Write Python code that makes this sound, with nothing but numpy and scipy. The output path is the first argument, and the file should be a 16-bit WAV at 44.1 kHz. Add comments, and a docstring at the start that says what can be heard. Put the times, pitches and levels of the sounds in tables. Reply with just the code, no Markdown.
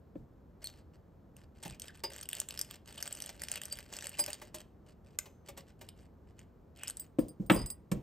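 """Unscrewing a pointer bracket

A quiet workshop, a phone on a stand close to a bench machine. A hand screwdriver backs a small screw
out of the pointer bracket, ticking and scraping in bursts, one per turn of the wrist. The loose bracket
clacks and snaps free. An arm bumps the phone's stand, softly early on and hard at the end, and the
harder clacks and bumps set tiny springs ringing. Ventilation rumbles underneath."""
import sys
import numpy as np
from scipy import signal
from scipy.fft import rfft, irfft
from scipy.io import wavfile
from scipy.ndimage import uniform_filter1d

SR = 44100
rng = np.random.default_rng(int(sys.argv[2]) if len(sys.argv) > 2 else 0)


def inscribe(sig):
    """Save sig as 16-bit PCM at rate SR to the path in sys.argv[1].

    A 1-D sig is mono; a 2-D sig holds one channel per row.
    Samples are clipped to [-1, 1] before scaling.
    """
    pcm = np.round(np.clip(np.atleast_2d(sig).T, -1, 1) * 32767)
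    wavfile.write(sys.argv[1], SR, pcm.astype(np.int16))


N = 353682

# room tone, rumble and hiss: f/Hz, level/dB
ROOM_TONE = [(15, -57.5), (25, -26.5), (40, -4.5), (78, -0.5), (111, -7), (180, -6.5), (300, -12.5),
             (460, -16), (750, -24), (1300, -31), (2500, -45), (10000, -55), (13000, -47.5), (16000, -51.5)]
# bumps on the stand: t/s, thump/dB, upper edge of the push/Hz, hard contact/dB, snap/dB, sway/dB
BUMPS = [(.155, -41.5, 880, -68.5, -89, -56), (1.653, -46, 220, -85, -90, -55),
         (7.186, -23, 620, -51, -58, -49.5), (7.397, -32, 300, -76.5, -80, -51.5),
         (7.498, -23.5, 800, -24.5, -51.5, -45.5), (7.507, -20.5, 495, -34, -61, -45),
         (7.56, -31, 800, -67, -56, -41), (7.915, -27, 329, -45.5, -42, -44.5)]
# modes of the stand and of its clamp: f/Hz, level/dB, t60/s
STAND_MODES = [(140, -17, 0.33), (181.6, -2, 0.12), (267, -8, 0.1), (299, -0.5, 0.051), (440, -5, 0.038),
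               (520.4, -3, 0.053), (654, -13, 0.04)]
CLAMP_MODES = [(936, 1.5, 0.025), (1156, -9, 0.051), (1330, -6, 0.065), (1710, -10, 0.065),
               (1784, -9, 0.075), (1910, -31.5, 0.45), (2175, -15.5, 0.031), (2283, -9.5, 0.037),
               (2670, -10, 0.03)]
# spectra of the stand's loose parts, a hard contact's rattle and a bright snap: f/Hz, level/dB
SHUDDER = [(90, -23), (160, 6), (300, 2), (520, -5.5), (700, -14), (1500, -38.5)]
RATTLE = [(300, -35), (620, 2), (780, -2.5), (970, 4), (1150, 1), (1350, -5.5), (1500, -6.5), (1700, -8.5),
          (2400, -6), (3300, -9), (4000, -17.5), (5000, -31.5)]
SNAP = [(2500, -14.5), (4500, -7.5), (6000, -7), (7500, -1), (8700, 3), (10000, -13.5), (12000, -2.5),
        (15000, -26)]
# hand strokes, firm on the screw, light on loose parts: start/s, end/s, pressure as steel level/dB
STROKES = [(0.609, 0.712, -68.5), (.72, 0.816, -76), (0.939, 0.966, -78.5), (1.358, 1.452, -76.5),
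           (1.552, 1.612, -78), (1.623, 1.722, -60.5), (1.72, 1.764, -69), (1.795, 1.912, -65),
           (1.936, 2.009, -70), (2.095, 2.27, -61), (2.289, 2.442, -58.5), (2.481, 2.652, -62),
           (2.648, 2.71, -73.5), (2.697, 2.767, -62), (2.851, 3.03, -63), (2.974, 3.09, -57),
           (3.098, 3.203, -61), (3.198, 3.315, -57), (3.321, 3.38, -69.5), (3.38, 3.48, -61),
           (3.481, 3.585, -53.5), (3.608, 3.84, -61.5), (3.832, 3.925, -70), (3.912, 4.108, -56.5),
           (4.11, 4.19, -62), (4.23, 4.356, -57), (4.36, 4.502, -70.5), (4.54, 4.62, -62.5),
           (4.862, 4.929, -74.5), (5.042, 5.165, -80), (5.452, 5.506, -69.5), (5.569, 5.612, -67),
           (5.671, 5.719, -75), (5.788, 5.917, -76), (5.961, 6.067, -77.5), (6.271, 6.318, -84),
           (6.372, 6.433, -75.5), (6.753, 6.918, -68), (6.957, 7.081, -75.5)]
# spectra of sliding steel and skin: f/Hz, level/dB
STEEL_RUB = [(1500, -23.5), (3200, -9), (4700, 2.5), (6300, -6), (8300, 2.5), (10000, -17), (12000, -6.5),
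             (15000, -15.5)]
SKIN_RUB = [(250, -13.5), (550, 6), (1100, -4.5), (1750, 1), (2300, -1), (3000, -0.5), (4000, -11.5),
            (7000, -26)]
# modes of steel tip, screw and shank in three registers: f/Hz, level/dB, t60/s
TIP_LOW = [(1140, -9.5, 0.0021), (1800, 0, 0.0032), (2260, -9.5, 0.0026), (3090, 6, 0.0048)]
TIP_MID = [(4846, -1, 0.0049), (5240, 0, 0.003), (6290, -7, 0.0085), (7300, -2, 0.0035), (8100, -3, 0.012),
           (8550, 7, 0.0062)]
TIP_TOP = [(11100, 2.5, 0.0022), (12700, -4.5, .0018), (14000, -5.5, 0.0023)]
# friction squeals: t/s, length/s, start f/Hz, end f/Hz, level/dB, roughness/0-1
SQUEALS = [(0.636, 0.034, 4600, 4080, -49.5, 0.12), (1.712, 0.046, 2600, 2380, -64, 0.72),
           (1.877, .04, 1614, 1720, -59.5, 0.7), (2.97, 0.028, 2850, 3030, -53, 0.59),
           (3.546, 0.047, 3050, 2906, -52, 0.8), (3.705, 0.042, 4697, 4690, -46.5, .12),
           (4.128, .035, 2800, 2920, -56, .7), (6.756, 0.172, 2600, 2705, -60.5, 0.99)]
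# loudest slips of bit and screw, and of the tool being put away: t/s, level/dB, relative low modes/dB
LOUD_SLIPS = [(0.6428, -39, -14.5), (.6586, -45, -18), (0.6714, -39.5, -16), (1.366, -55.5, -6),
              (1.635, -47.5, -4), (1.7974, -45, -10), (1.819, -40.5, -10), (1.882, -49, 0),
              (2.1624, -47.5, -3), (2.2117, -42.5, -12), (2.23, -44.5, -7), (2.289, -36, -12.5),
              (2.3302, -36, -1), (2.351, -41, -13.5), (2.4008, -30, -14), (2.487, -40, -9),
              (2.5074, -42.5, -2), (2.5751, -41.5, -6), (2.5913, -35.5, -12), (2.613, -30.5, -17),
              (2.71, -46.5, 0), (3.026, -34, -12), (3.0765, -38.5, -6.5), (3.1259, -35.5, -14),
              (3.151, -44.5, -10), (3.2217, -37.5, -13.5), (3.2608, -42, -8), (3.4183, -38.5, -6.5),
              (3.436, -38, -9.5), (3.5159, -30, -15), (3.616, -40.5, -3), (3.635, -43, -4),
              (3.6544, -40, -20), (3.725, -34.5, -14), (3.7877, -46, -1), (3.9665, -40.5, -13),
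              (3.988, -43.5, -0.5), (4.069, -36.5, -12), (4.093, -43.5, -12), (4.239, -41, -5),
              (4.2624, -38, -9.5), (4.3032, -42, -4), (4.3309, -36.5, -10), (5.8887, -48.5, -2.5),
              (6.3915, -55, -3), (6.834, -39, -4.5), (6.8745, -43, -10), (6.88, -36, -13),
              (6.8879, -44, -10), (6.8985, -37, -12), (6.907, -42.5, -15), (6.97, -42.5, -25)]
# the loose bracket hits the housing: t/s, body level/dB, relative bright rattle/dB
CLACKS = [(1.626, -62.5, 5), (1.654, -53.5, -19), (2.036, -45.5, -17), (4.19, -45.5, 1.5),
          (4.278, -50.5, -13.5), (4.415, -55.5, -12), (4.543, -53.5, 2), (5.256, -61, -15),
          (5.485, -55, -4.5), (5.574, -55.5, -4), (5.811, -58.5, -8)]
# modes of bracket and housing: f/Hz, level/dB, t60/s
BRACKET_MODES = [(362, -1, 0.087), (426, -3.5, 0.055), (571, 0.5, 0.14), (660.5, -5, 0.063),
                 (796, -2, 0.075), (995, -2.5, 0.085), (1126, 0, 0.043)]
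# spectrum of the housing's thud: f/Hz, level/dB
THUD = [(100, -20), (160, -6), (350, -1.5), (600, 0), (850, 0), (1300, -13), (2500, -26)]
# jolts of the springs: t/s, level/dB, tilt towards the top modes/dB
JOLTS = [(2.036, -49, -14), (4.185, -47, -3), (4.193, -37.5, -3), (4.198, -38.5, 0), (6.971, -64, 2),
         (6.996, -47.5, 12), (7.191, -53, 7), (7.283, -56, 5), (7.462, -65.5, 10), (7.502, -47, 7),
         (7.518, -42, 4.5), (7.544, -44.5, 8), (7.561, -45.5, -4), (7.59, -50.5, -5), (7.615, -53, -10),
         (7.66, -46.5, 4.5), (7.701, -44, 4)]
# modes of the springs in four registers: f/Hz, level/dB, t60/s
SPRING_LOW = [(4890, -9, 0.11), (4970, -7, 0.043)]
SPRING_MID = [(8620, 0, 0.081)]
SPRING_HIGH = [(7994, -7, .07), (9372, 3, .075), (11180, -15, .06)]
SPRING_TOP = [(14830, 1.5, .07), (15060, -3.5, .05)]
# modes of the freed bracket in the hand: f/Hz, level/dB, t60/s
RELEASE_MODES = [(601, -21, 0.022), (1120, -24.5, .025), (1554, -20.5, 0.028), (2070, -13.5, .025),
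                 (2660, -17.5, 0.017), (5250, -10.5, 0.015), (6270, -44.5, 0.64), (7180, 5, 0.0076),
                 (12140, -8, 0.014), (14120, -11, .006)]
# spectrum of the crack as it lets go: f/Hz, level/dB
CRACK = [(500, -16.5), (2000, -7.5), (3300, -8.5), (5000, -5), (8500, 6), (10000, -3.5), (12000, 2),
         (15000, -11)]
# diffuse sound at the phone's two microphone ports: f/Hz, side minus mid/dB
SPREAD = [(60, -24), (300, -10.5), (450, -6.5), (680, -3), (1300, -7), (2400, -39), (8000, -18.5),
          (15000, -23)]
# lead of the left port over the right: f/Hz, phase/rad
PORT_PHASE = [(30, 0.5), (2000, 0), (3300, 0.72), (4900, 0.6), (5800, 0.5), (6900, 0.5), (8300, -1),
              (8800, -1.6), (9400, -3), (10800, -2.5), (12600, -9.5), (14000, -1.5), (15100, -8.5)]

FIRM_DB = -58.5  # pressure of a firm turn, on the scale of STROKES


def undb(db):
    """Decibels to gain."""
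    return 10 ** (np.asarray(db) / 20)


def seconds(length):
    """A time axis."""
    return np.arange(int(length * SR)) / SR


def on_bins(points, size):
    """A table over frequency, interpolated onto the bins of a transform."""
    hz, value = np.transpose(points)
    bin_hz = np.maximum(np.arange(size // 2 + 1), .5) * SR / size
    return np.interp(np.log(bin_hz), np.log(hz), value)


def colour(x, spectrum, size=2048):
    """Minimum-phase filter with the given spectrum (f/Hz, level/dB)."""
    cepstrum = irfft(np.log(undb(on_bins(spectrum, size))))
    cepstrum[1:size // 2] *= 2
    cepstrum[size // 2 + 1:] = 0
    return signal.fftconvolve(x, irfft(np.exp(rfft(cepstrum))))[:len(x)]


def level(x, db, span):
    """Scale so that the first span seconds have the given rms level."""
    return x * undb(db) / np.sqrt(np.mean(x[:int(span * SR)] ** 2))


def add(track, s, sound):
    """Mix a sound in at time s."""
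    start = int(s * SR)
    track[start:start + len(sound)] += sound[:N - start]


def burst(t, rise, t60):
    """Noise that swells quickly and dies away."""
    return rng.standard_normal(len(t)) * (1 - np.exp(-t / rise)) * undb(-60 * t / t60)


def ring(t, modes, rise, detune, scatter_db, in_step=False):
    """Damped modes, weighted anew as each blow lands elsewhere; a broad push starts them in step."""
    hz, db, t60 = np.transpose(modes)[:, :, None]
    pitch, weight, phase = rng.standard_normal((3, len(modes), 1))
    cycles = hz * (1 + detune * pitch) * t + (0 if in_step else phase)
    waves = np.sin(2 * np.pi * cycles) * np.exp(-np.log(1000) * t / t60)
    return (undb(db + scatter_db * weight) * waves).sum(0) * (1 - np.exp(-t / rise))


def mid_side(mid, diffuse):
    """Left and right from a mid signal and a diffuse sound for the side."""
    side = colour(diffuse, SPREAD)
    return np.array([mid + side, mid - side])


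def room_tone(db=-58):
    """Steady low ventilation rumble with a faint hiss, all round the microphone."""
    mid, diffuse = (colour(rng.standard_normal(N), ROOM_TONE, size=8192) for _ in range(2))
    return mid_side(level(mid, db, N / SR), level(diffuse, db, N / SR))


def stand_bumps(feet_hz=127, sway_s=.12, lean_s=.0067):
    """Handling noise: a hollow thump, darker if soft; a shudder; a crack if hard; a low sway."""
    out, t = np.zeros(N), seconds(.4)
    sway_spectrum = [(20, -14), (50, 6), (80, -10), (125, .5), (200, -12), (500, -39), (2000, -81)]
    for s, thump_db, push_hz, hard_db, snap_db, sway_db in BUMPS:
        body = ring(t, STAND_MODES, rise=.0054, detune=.011, scatter_db=4, in_step=True)
        body *= np.exp(-t / .0099) + .12  # the feet soak up most of the first swing
        thump = signal.sosfilt(signal.butter(3, push_hz, fs=SR, output="sos"), body)
        thump = signal.sosfilt(signal.butter(3, feet_hz, "high", fs=SR, output="sos"), thump)
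        add(out, s, level(thump, thump_db, span=.015))
        shudder = colour(burst(t, rise=.015, t60=.31), SHUDDER)
        add(out, s, level(shudder, thump_db - 17.5, span=.028))
        rattle = burst(t, rise=.0005, t60=.054) + undb(-19) * burst(t, rise=.005, t60=.35)
        clamp = ring(t, CLAMP_MODES, rise=.0012, detune=.0067, scatter_db=-1)
        crack = level(clamp, 0, span=.005) + level(colour(rattle, RATTLE), -.15, span=.014)
        snap = colour(burst(t, rise=.00091, t60=.059), SNAP)
        add(out, s, level(crack, hard_db, span=.023) + level(snap, snap_db, span=.0041))
        sway = colour(rng.standard_normal(len(t)), sway_spectrum)[-int(sway_s * SR):]
        sway *= np.hanning(len(sway))
        add(out, s - lean_s, level(sway, sway_db, sway_s))  # the arm leans in just before the bump
    return out


def rubbing(grain_hz=260, grain_db=4, grain_s=.0011, slide=.24):
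    """Each stroke: dense tiny slips of the bit over the smoother, duller brushing of skin."""
    out = np.zeros(N)
    for start, end, db in STROKES:
        length = end - start + .02
        count = int(length * SR)
        press = signal.windows.tukey(count, .45)
        onsets = rng.random(count) < grain_hz / SR
        grains = onsets * undb(grain_db * np.minimum(rng.exponential(size=count), 3))
        contact = signal.lfilter([1], [1, -np.exp(-1 / (grain_s * SR))], grains)
        steel = colour(press * (contact + slide) * rng.standard_normal(count), STEEL_RUB)
        skin = colour(press * (contact + 2 * slide) * rng.standard_normal(count), SKIN_RUB)
        skin_db = -60 + .75 * (db - FIRM_DB)  # skin grows less with pressure than steel
        add(out, start - .01, level(steel, db, length) + level(skin, skin_db, length))
    return out


def slip(db, body_db):
    """One slip of steel on steel: a millisecond of grit rings the tip's modes."""
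    t = seconds(.015)
    grit = burst(t, rise=.0006, t60=.0034) + undb(-25) * burst(t, rise=.0003, t60=.02)
    top_db = -6 + 2.5 * rng.standard_normal()  # brightness varies from slip to slip
    out = 0
    for modes, relative_db in (TIP_LOW, body_db), (TIP_MID, 0), (TIP_TOP, top_db):
        tip = ring(t, modes, rise=.0001, detune=.05, scatter_db=5)
        tick = signal.fftconvolve(grit, tip)[:len(t)]
        out += level(tick, db + relative_db, span=.004)
    return out


def screw_thread(gap_s=.017, jitter=.22, hold_s=.011, firm_slip_db=-49.5, scatter_db=3):
    """Through each stroke the steel catches and slips at a nearly even pace, louder under pressure."""
    out, loud_times = np.zeros(N), np.array(LOUD_SLIPS)[:, 0]
    for start, end, db in STROKES:
        times = np.arange(start + gap_s / 2, end - gap_s / 2, gap_s)
        slip_db = firm_slip_db + 1.4 * (db - FIRM_DB)
        for s, (late, size) in zip(times, rng.standard_normal((len(times), 2))):
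            s += jitter * gap_s * late
            tick = slip(slip_db + scatter_db * min(size, 1), body_db=-2.5)
            if np.abs(loud_times - s).min() > hold_s:  # the thread holds still around a loud slip
                add(out, s, tick)
    return out


def squeals():
    """Brief, rough gliding tones where the tool sticks and slides."""
    out = np.zeros(N)
    for s, length, start_hz, end_hz, db, roughness in SQUEALS:
        count = int(length * SR)
        flutter = uniform_filter1d(rng.standard_normal(count), size=40)
        hz = np.linspace(start_hz, end_hz, count) * (1 + roughness * flutter)
        tone = np.sin(2 * np.pi * np.cumsum(hz) / SR)
        add(out, s, level(tone * np.hanning(count), db, length))
    return out


def bit_ticks():
    """The loudest slips of the steel stand out as clear, close ticks."""
    out = np.zeros(N)
    for s, db, body_db in LOUD_SLIPS:
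        add(out, s, slip(db, body_db))
    return out


def bracket_clacks():
    """The bracket's edge hits the housing: hollow modes and a dull thud under a short rattle."""
    out, t = np.zeros(N), seconds(.25)
    edge_spectrum = [(500, -7.5), (1200, -11.5), (2100, -4), (3200, -6), (4200, -9.5), (7000, -12.5)]
    for s, db, bright_db in CLACKS:
        body = ring(t, BRACKET_MODES, rise=.005, detune=.07, scatter_db=2.5)
        thud = colour(burst(t, rise=.0032, t60=.097), THUD)
        edge = colour(burst(t, rise=.0013, t60=.077), edge_spectrum)
        rattle = colour(burst(t, rise=.0042, t60=.05), SNAP)
        add(out, s, level(body, db, span=.026) + level(thud, db - 4, span=.019))
        add(out, s, level(edge, db + 5, span=.014) + level(rattle, db + bright_db, span=.056))
    return out


def springs(stop_db=-5, hard_jolt_db=-44.5):
    """At each jolt tiny springs tick against their stops, chatter and ring thinly."""
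    out, t = np.zeros(N), seconds(.3)
    for s, db, tilt_db in JOLTS:
        registers = [  # modes, relative level/dB, rise/s
            (SPRING_LOW, -5.5 - tilt_db, .006),
            (SPRING_MID, -1 + .23 * tilt_db, .001),
            (SPRING_HIGH, 3 + .45 * (db - hard_jolt_db), .002),  # favoured by hard jolts
            (SPRING_TOP, -8.5 + tilt_db, .001)]
        for modes, relative_db, rise in registers:
            tone = ring(t, modes, rise, detune=.00073, scatter_db=0)
            chatter = signal.fftconvolve(burst(t, rise=.00079, t60=.064), tone)[:len(t)]
            ringing = level(tone, 0, span=.0097) + level(chatter, -7, span=.04)
            add(out, s, level(ringing, db + relative_db, span=.012))
        tick = colour(burst(t, rise=.0007, t60=.016), SNAP)
        add(out, s, level(tick, db + stop_db, span=.011))
    return out


def bracket_release(s=5.188, ring_db=-29.5, crack_db=-30):
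    """The bracket snaps free: one sharp, dry click and a faint after-ring."""
    out, t = np.zeros(N), seconds(.35)
    ringing = ring(t, RELEASE_MODES, rise=.0001, detune=.0036, scatter_db=-1.5)
    crack = colour(burst(t, rise=.0002, t60=.013), CRACK)
    add(out, s, level(ringing, ring_db, span=.0026) + level(crack, crack_db, span=.0033))
    return out


def workshop(x, near_db, tail_db, wall_s=.0037):
    """Quick reflections off the machine and the room's short tail; one side echo gives the width."""
    t = seconds(.5)
    near = burst(t, rise=.0019, t60=.052)
    tail = colour(burst(t, rise=.0019, t60=.31), [(200, 6.5), (3000, 1.5), (8000, -8.5), (15000, -4.5)])
    near, tail = (signal.fftconvolve(x, r / np.linalg.norm(r))[:N] for r in (near, tail))
    side_echo = np.roll(x, int(wall_s * SR))
    return mid_side(x + undb(near_db) * near + undb(tail_db) * tail, side_echo)


def scene(pan_db=.5):
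    """Tool work close and centred; stand and springs drier and a touch right; room tone behind."""
    screwdriver = rubbing() + screw_thread() + squeals() + bit_ticks()
    work = workshop(screwdriver + bracket_clacks() + bracket_release(), near_db=-11.5, tail_db=-14.5)
    bumps = workshop(stand_bumps() + springs(), near_db=-18.5, tail_db=-23)
    pan = undb([[-pan_db / 2], [pan_db / 2]])
    return work + bumps * pan + room_tone()


def record(dry, low_cut_hz=30, high_cut_hz=15600):
    """The phone's two microphone ports part in phase, most in the treble; deep bass and top are cut."""
    phase_shift = np.exp(.5j * on_bins(PORT_PHASE, N) * np.array([[1], [-1]]))
    ports = irfft(rfft(dry) * phase_shift, N)
    ports = signal.sosfilt(signal.butter(2, low_cut_hz, "high", fs=SR, output="sos"), ports)
    return signal.sosfilt(signal.ellip(8, .2, 70, high_cut_hz, fs=SR, output="sos"), ports)


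dry = scene()
out = record(dry)
inscribe(out)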